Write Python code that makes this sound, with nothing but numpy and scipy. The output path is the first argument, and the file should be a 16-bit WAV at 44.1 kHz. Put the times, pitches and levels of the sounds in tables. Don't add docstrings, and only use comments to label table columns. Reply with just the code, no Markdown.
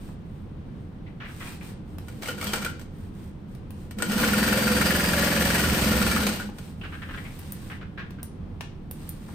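import sys
import numpy as np
from scipy import signal
from scipy.fft import rfft, irfft, next_fast_len
from scipy.io import wavfile
from scipy.ndimage import uniform_filter1d, map_coordinates

SR = 44100
rng = np.random.default_rng(int(sys.argv[2]) if len(sys.argv) > 2 else 0)


def put_to_file(sound):
    columns = np.atleast_2d(sound).T
    safe = np.clip(columns, -1, 1)
    whole_steps = np.round(safe * 32767)
    wavfile.write(sys.argv[1], SR, whole_steps.astype(np.int16))


N = 411894

# frequency in Hz, relative level in dB, t60 in seconds.
HEAD_MODES = [(502, -13, 0.19), (1406, 3, 0.088), (1478, -14, 0.048), (1747, -23, 0.056),
              (1841, -4.5, 0.051), (2326, -6, 0.064), (2980, -4.5, 0.017), (3140, -16, 0.086),
              (3950, -14, 0.047), (4550, -16, 0.096), (6360, -10, 0.043), (8110, 2.5, 0.022)]
# frequency in Hz, relative density in dB.
RATTLE_SPECTRUM = [(60, -15), (200, -6), (400, -6), (560, -4.5), (690, -7), (1150, -8.5), (1850, -9.5),
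                   (2900, -9.5), (3500, -13), (4700, -12), (7000, -18), (8400, -15), (10200, -17.5),
                   (11300, -50), (13300, -10), (15000, -25), (16000, -42)]
DRONE_SPECTRUM = [(100, -21), (165, -13.5), (205, 9.5), (250, -7.5), (305, -6.5), (380, -13.5), (510, -8.5),
                  (750, -54)]
# frequency in Hz, coherence.
RUMBLE_COHERENCE = [(100, 0.92), (300, 0.88), (700, 0.065), (2000, 0.14), (8000, 0.11)]
NEAR_COHERENCE = [(150, 1), (500, 0.89), (1200, 0.61), (2500, 0.059), (5000, 0.037), (9000, 0.24),
                  (13500, 0.46)]


def amp(db):
    return 10 ** (np.asarray(db) / 20)


def unit(x):
    return x / np.sqrt(np.mean(x ** 2) + 1e-20)


def along(points, hz):
    freqs, values = np.transpose(points)
    return np.interp(np.log(hz + 1), np.log(freqs + 1), values)


def curve(points, outside):
    return np.interp(np.arange(N) / SR, *np.transpose(points), outside, outside)


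def wobble(rate):
    coarse = np.arange(0, N + 16, 16)
    knots = rng.standard_normal(int(N * rate / SR) + 4)
    return np.interp(np.arange(N), coarse, map_coordinates(knots, [coarse * rate / SR]))


def wander(rough, size):
    return rough * np.cumsum(rng.standard_normal(size)) / np.sqrt(SR)


def filtered(x, response):
    n = x.shape[-1]
    padded = next_fast_len(n + 8192)
    return irfft(rfft(x, padded) * response(np.fft.rfftfreq(padded, 1 / SR)), padded)[..., :n]


def stereo(pair, spectrum, coherence):
    def response(hz):
        angle = np.arccos(np.clip(along(coherence, hz), -1, 1)) / 2
        return amp(along(spectrum, hz)) * [np.cos(angle), np.sin(angle)]
    mid, side = filtered(pair, response)
    return unit(np.array([mid + side, mid - side]))


def noise(spectrum, size, coherence=NEAR_COHERENCE):
    return stereo(rng.standard_normal((2, size)), spectrum, coherence)


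def add(track, s, sound):
    part = track[:, max(0, round(s * SR)):][:, :sound.shape[1]]
    part += sound[:, :part.shape[1]]


def friction_gain(strokes, power):
    t = np.arange(N) / SR
    return sum(amp(db) * np.abs(np.sin(np.pi * np.clip((t - s) / length, 0, 1))) ** power
               for s, length, db in strokes)


def ventilation(level_db, hum_db):
    # frequency in Hz, relative density in dB.
    air_spectrum = [(13, -44), (22, -0.5), (54, -9.5), (81, 1.5), (108, -3.5), (197, -2.5), (257, -10),
                    (297, -10.5), (437, -19), (505, -19), (628, -26.5), (762, -25), (2250, -39),
                    (3310, -41.5), (7000, -58), (9100, -88), (15400, -120)]
    t = np.arange(N) / SR
    hum = sum(amp(2.7 * wobble(2.8)) * np.sin(2 * np.pi * hz * t + wobble(4.2))
              for hz in (37.7, 80.7, 150.7))
    rumble = amp(level_db + .7 * wobble(9)) * noise(air_spectrum, N, RUMBLE_COHERENCE)
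    return rumble + amp(hum_db) * hum


def room(x):
    # frequency in Hz, t60 in seconds.
    decay_times = [(150, 0.29), (1500, 0.38), (6000, 0.39), (14000, 0.11)]
    hz, t, bands = signal.stft(rng.standard_normal((2, SR // 2)), SR, nperseg=256)
    tail = signal.istft(bands * amp(-60 * t / along(decay_times, hz)[:, None]), SR, nperseg=256)[1]
    tail = np.pad(tail / np.linalg.norm(tail[0]), ((0, 0), (SR // 200, 0)))
    high_passed = filtered(x, lambda f: f ** 2 / (f ** 2 + 400 ** 2))
    return signal.fftconvolve(high_passed, tail, axes=1)[:, :N]


def bumps(gain_db, t60):
    # start in seconds, relative level in dB.
    contacts = [(0.089, -35), (0.919, -42), (2.535, -21), (2.56, -26), (6.49, -30), (9.286, -30)]
    # frequency in Hz, relative density in dB.
    bump_spectrum = [(200, 0), (500, 4), (900, 6), (1600, -5), (4000, -37), (9000, -37)]
    out, t = np.zeros((2, N)), np.arange(SR // 5) / SR
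    for s, db in contacts:
        add(out, s, noise(bump_spectrum, len(t)) * amp(db + gain_db - 60 * t / t60))
    return out


def fabric_scuffs(gain_db, slip_hz, slip_t60, attack_s, release_t60):
    # start in seconds, length in seconds, relative level in dB, resonance in Hz.
    rasps = [(1.063, 0.022, -50.5, 2000), (1.201, 0.037, -38.5, 1730), (1.242, 0.025, -39.5, 2080),
             (1.285, 0.023, -45, 1600), (1.4046, 0.026, -38, 1950), (1.461, 0.019, -41.5, 2400),
             (1.61, 0.018, -43, 2260), (6.812, 0.012, -38.5, 2900), (6.834, 0.03, -37.5, 1630),
             (6.922, 0.031, -38.5, 1650), (7.018, 0.019, -36, 1750), (7.088, .011, -36.5, 1750),
             (7.107, .011, -38, 1710), (7.138, 0.016, -35.5, 1630), (7.174, 0.013, -36.5, 1920),
             (7.248, 0.022, -42.5, 2190), (7.699, 0.033, -37.5, 1790), (7.811, 0.021, -41.5, 1680),
             (7.9748, 0.03, -36.5, 1710), (8.003, 0.024, -42.5, 1680), (8.185, .016, -47.5, 1610)]
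    # frequency in Hz, relative density in dB.
    rasp_spectrum = [(400, -8.5), (900, -7.5), (1300, -0.5), (1750, -7), (2400, -3.5), (3200, -8),
                     (4300, -18), (9000, -41)]
    panel_db, half_width = 11, .06
    out, t = np.zeros((2, N)), np.arange(SR // 10) / SR
    for s, length, db, hz in rasps:
        slips = np.cumsum(np.r_[0, rng.uniform(.5, 1.5, size=64)]) / slip_hz
        since_slip = t - slips[np.searchsorted(slips, t, "right") - 1]
        grains = rng.standard_normal((2, len(t))) * amp(-60 * since_slip / slip_t60)
        panel = lambda f: np.sqrt(1 + amp(2 * panel_db) / (1 + ((f / hz - 1) / half_width) ** 2))
        rasp = unit(filtered(stereo(grains, rasp_spectrum, NEAR_COHERENCE), panel))
        envelope = (1 - np.exp(-t / attack_s)) * amp(-60 * np.maximum(t - length, 0) / release_t60)
        add(out, s, amp(db + gain_db) * envelope * rasp)
    return out


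def fabric_slides(grain_db, rest_db):
    # start in seconds, length in seconds, level in dB.
    pushes = [(-.1, 0.26, -60), (.24, 0.21, -73.5), (.7, 0.19, -82), (1.24, 0.21, -54.5), (1.37, 0.22, -47),
              (1.59, 0.15, -51), (1.85, 0.13, -68), (1.98, 0.31, -59), (2.68, 0.2, -69), (2.9, .22, -64),
              (3.12, 0.2, -60.5), (3.47, 0.12, -67), (3.7, 0.21, -62), (6.52, 0.23, -54.5),
              (6.72, 0.59, -60), (7.08, 0.7, -53), (7.6, 0.2, -61), (8.92, 0.27, -55), (9.14, 0.32, -56.5)]
    # frequency in Hz, relative density in dB.
    hiss_spectrum = [(500, 6), (2000, 3.5), (4500, -0.5), (7000, -5.5), (9000, 3.5), (11300, -19.5),
                     (13800, 1), (15800, -17)]
    envelope = friction_gain(pushes, power=0.9) + amp(rest_db)
    return envelope * noise(hiss_spectrum, N) * amp(grain_db * wobble(500))


def snips(tick_db, tick_t60, shimmer_db, shimmer_t60, knock_db, knock_t60):
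    # start in seconds, relative level in dB, relative level of the knock in dB.
    closings = [(1.984, -34.5, -5.5), (2.279, -33, -23), (2.443, -23, -22), (3.55, -43, -5.5),
                (3.706, -33, -12.5), (7.392, -30, -19), (7.522, -22, -37), (8.107, -45, 2),
                (8.2302, -21, -23), (8.6085, -44, 14), (8.6125, -46.5, 9), (8.9116, -22, -20),
                (9.092, -21.5, -34)]
    # frequency in Hz, relative density in dB.
    click_spectrum = [(1500, -31), (5000, -15.5), (7500, -14), (9500, 3.5), (11500, -19), (13000, 7.5),
                      (14800, -3), (16500, -23)]
    knock_spectrum = [(150, -31), (450, 1), (750, 4), (1500, -5), (2400, -3.5), (3700, -7), (4900, -11.5),
                      (15000, -24)]
    out, t = np.zeros((2, N)), np.arange(SR // 8) / SR
    for s, db, own_knock_db in closings:
        envelope = amp(tick_db - 60 * t / tick_t60) + amp(shimmer_db - 60 * t / shimmer_t60)
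        tick = noise(click_spectrum, len(t)) * envelope
        knock = noise(knock_spectrum, len(t)) * amp(knock_db + own_knock_db - 60 * t / knock_t60)
        add(out, s, amp(db) * (tick + knock))
    return out


def squeak(rough):
    # start in seconds, length in seconds, level in dB, first and last pitch in Hz.
    chirp = (2.468, .042, -36, 3300, 3080)
    s, length, db, first_hz, last_hz = chirp
    hz = curve([(s, first_hz), (s + length, last_hz)], first_hz)
    phase = 2 * np.pi * np.cumsum(hz) / SR + rough * wobble(400)
    return friction_gain([(s, length, db)], power=0.71) * np.sin(phase)


def clinks(attack_s, rough):
    # start in seconds, level in dB, frequency in Hz, t60 in seconds.
    loose_parts = [(2.257, -26.5, 2080, 0.028), (2.282, -31.5, 3030, 0.16), (2.412, -25, 2220, .04),
                   (2.428, -23.5, 1320, 0.03), (2.469, -36, 3150, 0.024), (2.535, -24, 1420, 0.055),
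                   (2.646, -24.5, 2340, 0.035), (2.66, -21, 1480, 0.036), (6.398, -24, 1450, 0.045),
                   (6.411, -29, 1480, 0.07)]
    out, t = np.zeros((2, N)), np.arange(SR // 5) / SR
    for s, db, hz, t60 in loose_parts:
        drift = wander(rough, len(t)) + rng.normal(0, 0.44, (2, 1))
        envelope = amp(db - 60 * t / t60) * (1 - np.exp(-t / attack_s))
        add(out, s, envelope * np.sin(2 * np.pi * hz * t + drift))
    return out


def head_ring(t):
    ring = 0
    for hz, db, t60 in HEAD_MODES:
        envelope = amp(db + rng.normal(0, 3.0) - 60 * t / t60)
        drift = wander(10, len(t)) + rng.normal(0, 0.45, (2, 1)) * hz / 1500
        ring += envelope * np.sin(2 * np.pi * hz * t + drift)
    return ring


def through_head(x, peak_db, width=0.013):
    def response(f):
        peaks = sum(amp(2 * peak_db + db) / (1 + ((f - hz) / (width * hz)) ** 2)
                    for hz, db, _ in HEAD_MODES)
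        return np.sqrt(1 + peaks)
    return filtered(x, response)


def clacks(ring_db, crack_db, crack_t60, buzz_db, buzz_t60):
    # start in seconds, relative level in dB, relative level of the ring in dB.
    impacts = [(2.083, -32.5, -10), (2.2222, -26, -19), (2.2584, -27, -24), (2.285, -20.5, -6),
               (2.3, -34, -11), (2.38, -32, -3), (2.413, -23.5, -13), (2.442, -24, -22), (2.4694, -18, -25),
               (2.534, -11.5, -13), (2.558, -20, -11), (2.623, -28, 0), (2.6477, -16.5, -19),
               (2.661, -29, -1), (2.795, -33.5, -40), (2.813, -34, -30), (3.91, -30.5, -34),
               (3.986, -24.5, -8.5), (4.022, -14.5, -3.5), (4.098, -21.5, -23), (4.119, -17.5, -24),
               (6.204, -20.5, -14), (6.234, -19, -16), (6.267, -10.5, -31), (6.29, -17.5, -10.5),
               (6.321, -39, -12), (6.361, -35, -3), (6.4, -31, -10), (6.585, -30.5, -22)]
    out, t = np.zeros((2, N)), np.arange(SR // 5) / SR
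    for s, db, own_ring_db in impacts:
        envelope = amp(crack_db - 60 * t / crack_t60) + amp(buzz_db - 60 * t / buzz_t60)
        crack = through_head(noise(RATTLE_SPECTRUM, len(t)), peak_db=8.0) * envelope
        ring = amp(ring_db + own_ring_db) * head_ring(t) * (1 - np.exp(-t / 0.0026))
        add(out, s, amp(db) * (crack + ring))
    return out


def shaft(speed_rows, stitch_s):
    speed = curve(speed_rows, 0)
    turns = np.cumsum(speed) / SR
    return speed, turns - np.interp(stitch_s * SR, np.arange(N), turns)


def rattle(turns, spread_db, hiss_db, smear_t60, locked_share, count=40):
    # share of a turn, gain in dB.
    load_cycle = [(.02, -0.5), (.1, -1), (.2, -1), (.36, -0.5), (.6, -4.5), (.73, -1.5), (.88, -1.5)]
    places = (np.arange(count) + rng.random(count)) / count
    sizes_db = rng.uniform(-1.1, 1, count) * spread_db
    angles = np.arange(np.ceil(turns[0]) - 1, turns[-1])[:, None] + places
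    samples = np.interp(angles, turns, np.arange(N)).astype(int)
    in_run = (angles > turns[0]) & (angles < turns[-1])
    energies = amp(sizes_db + rng.normal(0, 5.6, angles.shape)) ** 2 * in_run
    impulses = np.bincount(samples.ravel(), energies.ravel(), N)
    t = np.arange(SR // 25) / SR
    power = abs(signal.fftconvolve(impulses, amp(-60 * t / smear_t60) ** 2)[:N])
    step = np.gradient(turns)
    power /= power[step > 0].mean()
    envelope = np.sqrt((power + amp(hiss_db) ** 2) / (1 + amp(hiss_db) ** 2))
    surface = rng.standard_normal((2, 2048))
    locked = surface[:, (turns % 1 * 2048).astype(int) % 2048] * (step > 0)
    share = locked_share * step / step.max()
    friction = np.sqrt(share) * locked + np.sqrt(1 - share) * rng.standard_normal((2, N))
    load = amp(np.interp(turns, *np.transpose(load_cycle), period=1))
    return stereo(friction, RATTLE_SPECTRUM, NEAR_COHERENCE) * envelope * load


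def slow_stitches(rub_db, drone_db):
    # time in seconds, shaft speed in turns a second.
    crawl_speed = [(2.1, 3), (2.3, 6.4), (2.45, 8.5), (2.65, 8.5), (2.8, 2.4)]
    # start in seconds, length in seconds, relative level in dB.
    strokes = [(2.215, 0.11, -39), (2.405, 0.19, -44.5), (2.63, 0.08, -51.5)]
    speed, turns = shaft(crawl_speed, stitch_s=2.534)
    pace = speed / speed.max()
    contacts = rattle(turns, spread_db=-1.0, hiss_db=-2.0, smear_t60=0.043, locked_share=0.13)
    envelope = friction_gain(strokes, power=0.52) + amp(rub_db) * pace ** 4
    drone = amp(drone_db) * pace * noise(DRONE_SPECTRUM, N, RUMBLE_COHERENCE)
    return envelope * through_head(contacts, peak_db=5.5) + drone


def stand_sway(turns):
    # time in seconds, relative level in dB.
    sway_levels = [(4.1, -42.5), (4.3, -35), (4.52, -31.5), (4.65, -36), (4.82, -30), (5.1, -33),
                   (5.4, -33), (5.55, -29.5), (5.8, -26), (6.05, -27), (6.23, -30), (6.4, -53)]
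    # multiple of the shaft speed, relative level in dB.
    rocking_orders = [(3, -3.5), (3.5, -4.5)]
    # frequency in Hz, relative density in dB.
    stand_spectrum = [(40, -27), (56, -4), (66, -4), (76, 3.5), (90, -6), (120, -10), (200, -69)]
    rocking = sum(amp(db + 2.3 * wobble(5))
                  * np.cos(2 * np.pi * order * (turns - 1.3) + 0.27 * wobble(5.5))
                  for order, db in rocking_orders)
    rumble = amp(-2.0) * noise(stand_spectrum, N, RUMBLE_COHERENCE)
    return amp(curve(sway_levels, -120) - 3.0) * (rocking + rumble)


def table_shake(speed, turns):
    # frequency in Hz, response in dB.
    table_response = [(40, -25), (105, -40), (128, -3.5), (152, -33), (166, -7.5), (174, 0), (190, -7),
                      (198, -7.5), (208, 3), (218, -0.5), (229, -1), (240, -12), (264, -15.5), (298, -7.5),
                      (326, -34), (352, -12.5), (400, -17.5)]
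    dispersion = 0.1194
    shake = 0
    for order in range(2, 19):
        phase = 2 * np.pi * order * (turns + 0.1015) + dispersion * (order - 10) ** 2
        shake += amp(along(table_response, order * speed) + wobble(5.9)) * np.cos(phase + 0.2 * wobble(13))
    return shake


def table_drone():
    # time in seconds, level in dB.
    drone_levels = [(3.93, -58), (3.99, -31), (4.15, -32.5), (4.24, -26), (4.36, -33.5), (5.7, -38),
                    (6.0, -32.5), (6.16, -27.5), (6.28, -30), (6.38, -38.5), (6.5, -38)]
    return amp(curve(drone_levels, -120)) * noise(DRONE_SPECTRUM, N, RUMBLE_COHERENCE)


def motor_whine(turns, order, flutter):
    # time in seconds, level in dB.
    whine_levels = [(4.25, -62), (4.4, -46), (5.05, -40), (5.45, -58), (5.9, -58), (6.05, -40), (6.3, -54)]
    envelope = amp(curve(whine_levels, -120) + 3.9 * wobble(24.8))
    drift = flutter * wobble(90) + 0.36 * np.array([wobble(60), wobble(60)])
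    return envelope * np.sin(2 * np.pi * order * turns + drift)


def gear_whine(turns):
    # multiple of the shaft speed, relative level in dB.
    mesh_orders = [(24, -18), (26, -15), (27, -21), (78, -21), (85, -24.5), (88, -19.5)]
    return sum(amp(db + 6.0 + 3.8 * wobble(14))
               * np.sin(2 * np.pi * order * turns + 0.14 * np.sqrt(order) * wobble(70))
               for order, db in mesh_orders)


def ticks(pace, turns, speed_power):
    # share of a turn, level at top speed in dB, centre in Hz, width in Hz, t60 in seconds.
    stops = [(-.31, -32.5, 3000, 2000, 0.026), (-.025, -40, 4000, 4500, .025),
             (-.025, -36, 9100, 1100, 0.027), (-.025, -28, 13800, 1600, .02), (.14, -31, 8900, 800, 0.027),
             (.145, -38, 14200, 700, 0.02), (.2, -28.5, 2450, 710, 0.026), (.21, -44, 4300, 1460, 0.023),
             (.43, -38, 13200, 600, 0.029), (-.025, -35.5, 525, 129, 0.071), (.2, -29.5, 550, 150, 0.043)]
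    out, t = np.zeros((2, N)), np.arange(SR // 25) / SR
    whole_turns = np.arange(np.ceil(turns[0]) + 1, turns[-1] - 1)
    for share, db, hz, width_hz, t60 in stops:
        band_pass = lambda f: 1 / (1 + (2 * (f - hz) / width_hz) ** 4)
        band = unit(filtered(noise(RATTLE_SPECTRUM, len(t) * len(whole_turns)), band_pass))
        bursts = np.split(band, len(whole_turns), axis=1)
        for at, burst in zip(np.searchsorted(turns, whole_turns + share), bursts):
            add(out, at / SR, burst * amp(db - 60 * t / t60) * pace[at] ** speed_power)
    return out


def needle_blows(turns, lead_turns, ping_rise_s, rebound_s, clack_db, clack_t60):
    # time in seconds, level in dB, ping in Hz, relative ring level in dB.
    seam = [(4.03, -32, 1420, -4), (4.13, -24.5, 1505, 1), (4.23, -20, 1487, -2), (4.38, -21, 1493, -5),
            (4.53, -16.5, 1465, -8), (4.58, -25.5, 1540, 0.5), (4.81, -18, 1410, 1), (4.86, -27, 1410, -7),
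            (4.9, -21, 1726, -13), (5.14, -23.5, 1665, -4), (5.55, -21, 1653, -15), (5.6, -21, 1440, -15),
            (5.78, -32, 1430, -2), (5.87, -26.5, 1445, -3), (6.12, -25, 1375, 6), (6.17, -19, 1340, -6)]
    # frequency in Hz, relative density in dB.
    bar_spectrum = [(700, -17), (1300, 1.5), (1800, 7), (2900, -8), (3600, -13.5), (7000, -46)]
    out, t = np.zeros((2, N)), np.arange(SR // 8) / SR
    seam_s, force_db, ping_hz, ring_db = np.transpose(seam)
    swell = (t / ping_rise_s * np.exp(1 - t / ping_rise_s)) ** 2
    for turn in np.arange(np.ceil(turns[0]), turns[-1]):
        s = np.searchsorted(turns, turn - lead_turns) / SR
        if s < seam_s[-1] + .02:
            hz = np.interp(s, seam_s, ping_hz) * np.exp(.02 * rng.normal())
            drift = wander(20, len(t)) + rng.normal(0, 0.34, (2, 1))
            ping = swell * np.sin(2 * np.pi * hz * t + drift)
            ring = amp(np.interp(s, seam_s, ring_db)) * head_ring(t) * (1 - np.exp(-t / 0.005))
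            force = amp(np.interp(s, seam_s, force_db) + rng.normal(-1.3, 0.83))
            add(out, s, force * (ping + ring))
            for delay in (0, rebound_s * rng.uniform(.85, 1.15)):
                clack = noise(bar_spectrum, len(t)) * amp(clack_db - 60 * t / clack_t60)
                add(out, s + delay, force * clack)
    return out


def fast_run(head_db, shake_db):
    # time in seconds, shaft speed in turns a second.
    run_speed = [(3.96, 0), (3.99, 5.5), (4.08, 10.35), (4.22, 19.52), (4.35, 20.73), (4.6, 20.86),
                 (4.75, 20.92), (4.92, 22.1), (5.2, 21.71), (5.5, 21.68), (5.75, 21.54), (6.0, 20.82),
                 (6.18, 19.78), (6.35, 14), (6.53, 1)]
    speed, turns = shaft(run_speed, stitch_s=4.997)
    pace = speed / speed.max()
    full_pull = 47
    pull = np.tanh(uniform_filter1d(np.gradient(speed) * SR, size=SR // 20) / full_pull)
    contacts = rattle(turns, spread_db=0.5, hiss_db=-0.5, smear_t60=0.059, locked_share=0.4)
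    clatter = amp(4.0) * through_head(contacts, peak_db=4.0)
    whine = through_head(gear_whine(turns), peak_db=12.0, width=0.0093) * pace ** 2
    head = amp(head_db + 2 * pull) * pace ** 1.63 * (clatter + whine)
    blows = needle_blows(turns, lead_turns=0.04016, ping_rise_s=0.0036, rebound_s=.007,
                         clack_db=-3.5, clack_t60=0.027)
    blows += ticks(pace, turns, speed_power=2.3)
    table = amp(shake_db + 2.5 * pull) * pace ** 2 * table_shake(speed, turns) + table_drone()
    return head + blows + table + stand_sway(turns) + motor_whine(turns, order=221, flutter=3.1)


def scene():
    machine = fast_run(head_db=-30.5, shake_db=-28) + slow_stitches(rub_db=-41, drone_db=-37.5)
    machine += clacks(ring_db=-3, crack_db=-13, crack_t60=.045, buzz_db=-21, buzz_t60=0.13)
    machine += clinks(attack_s=0.0013, rough=22) + squeak(rough=1.3)
    hands = snips(tick_db=-8.5, tick_t60=0.014, shimmer_db=-19.0, shimmer_t60=0.036,
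                  knock_db=1.5, knock_t60=.026)
    hands += bumps(gain_db=-10.5, t60=0.072)
    hands += fabric_scuffs(gain_db=-2.5, slip_hz=420, slip_t60=0.0093, attack_s=0.00082, release_t60=.04)
    hands += fabric_slides(grain_db=2.0, rest_db=-74.5)
    reverberation = amp(-7.0) * room(machine) + amp(-4.0) * room(hands)
    return machine + hands + reverberation + ventilation(level_db=-38.5, hum_db=-55.0)


def record(dry):
    # frequency in Hz, left minus right level in dB.
    balance = [(120, -1.9), (600, 0.5), (1400, 2), (2800, 2), (5500, 0), (9000, -2), (13500, 0.5)]
    top_hz = 16200
    return filtered(dry, lambda hz: amp(np.outer([.5, -.5], along(balance, hz))) * (hz < top_hz))


dry = scene()
out = record(dry)
put_to_file(out)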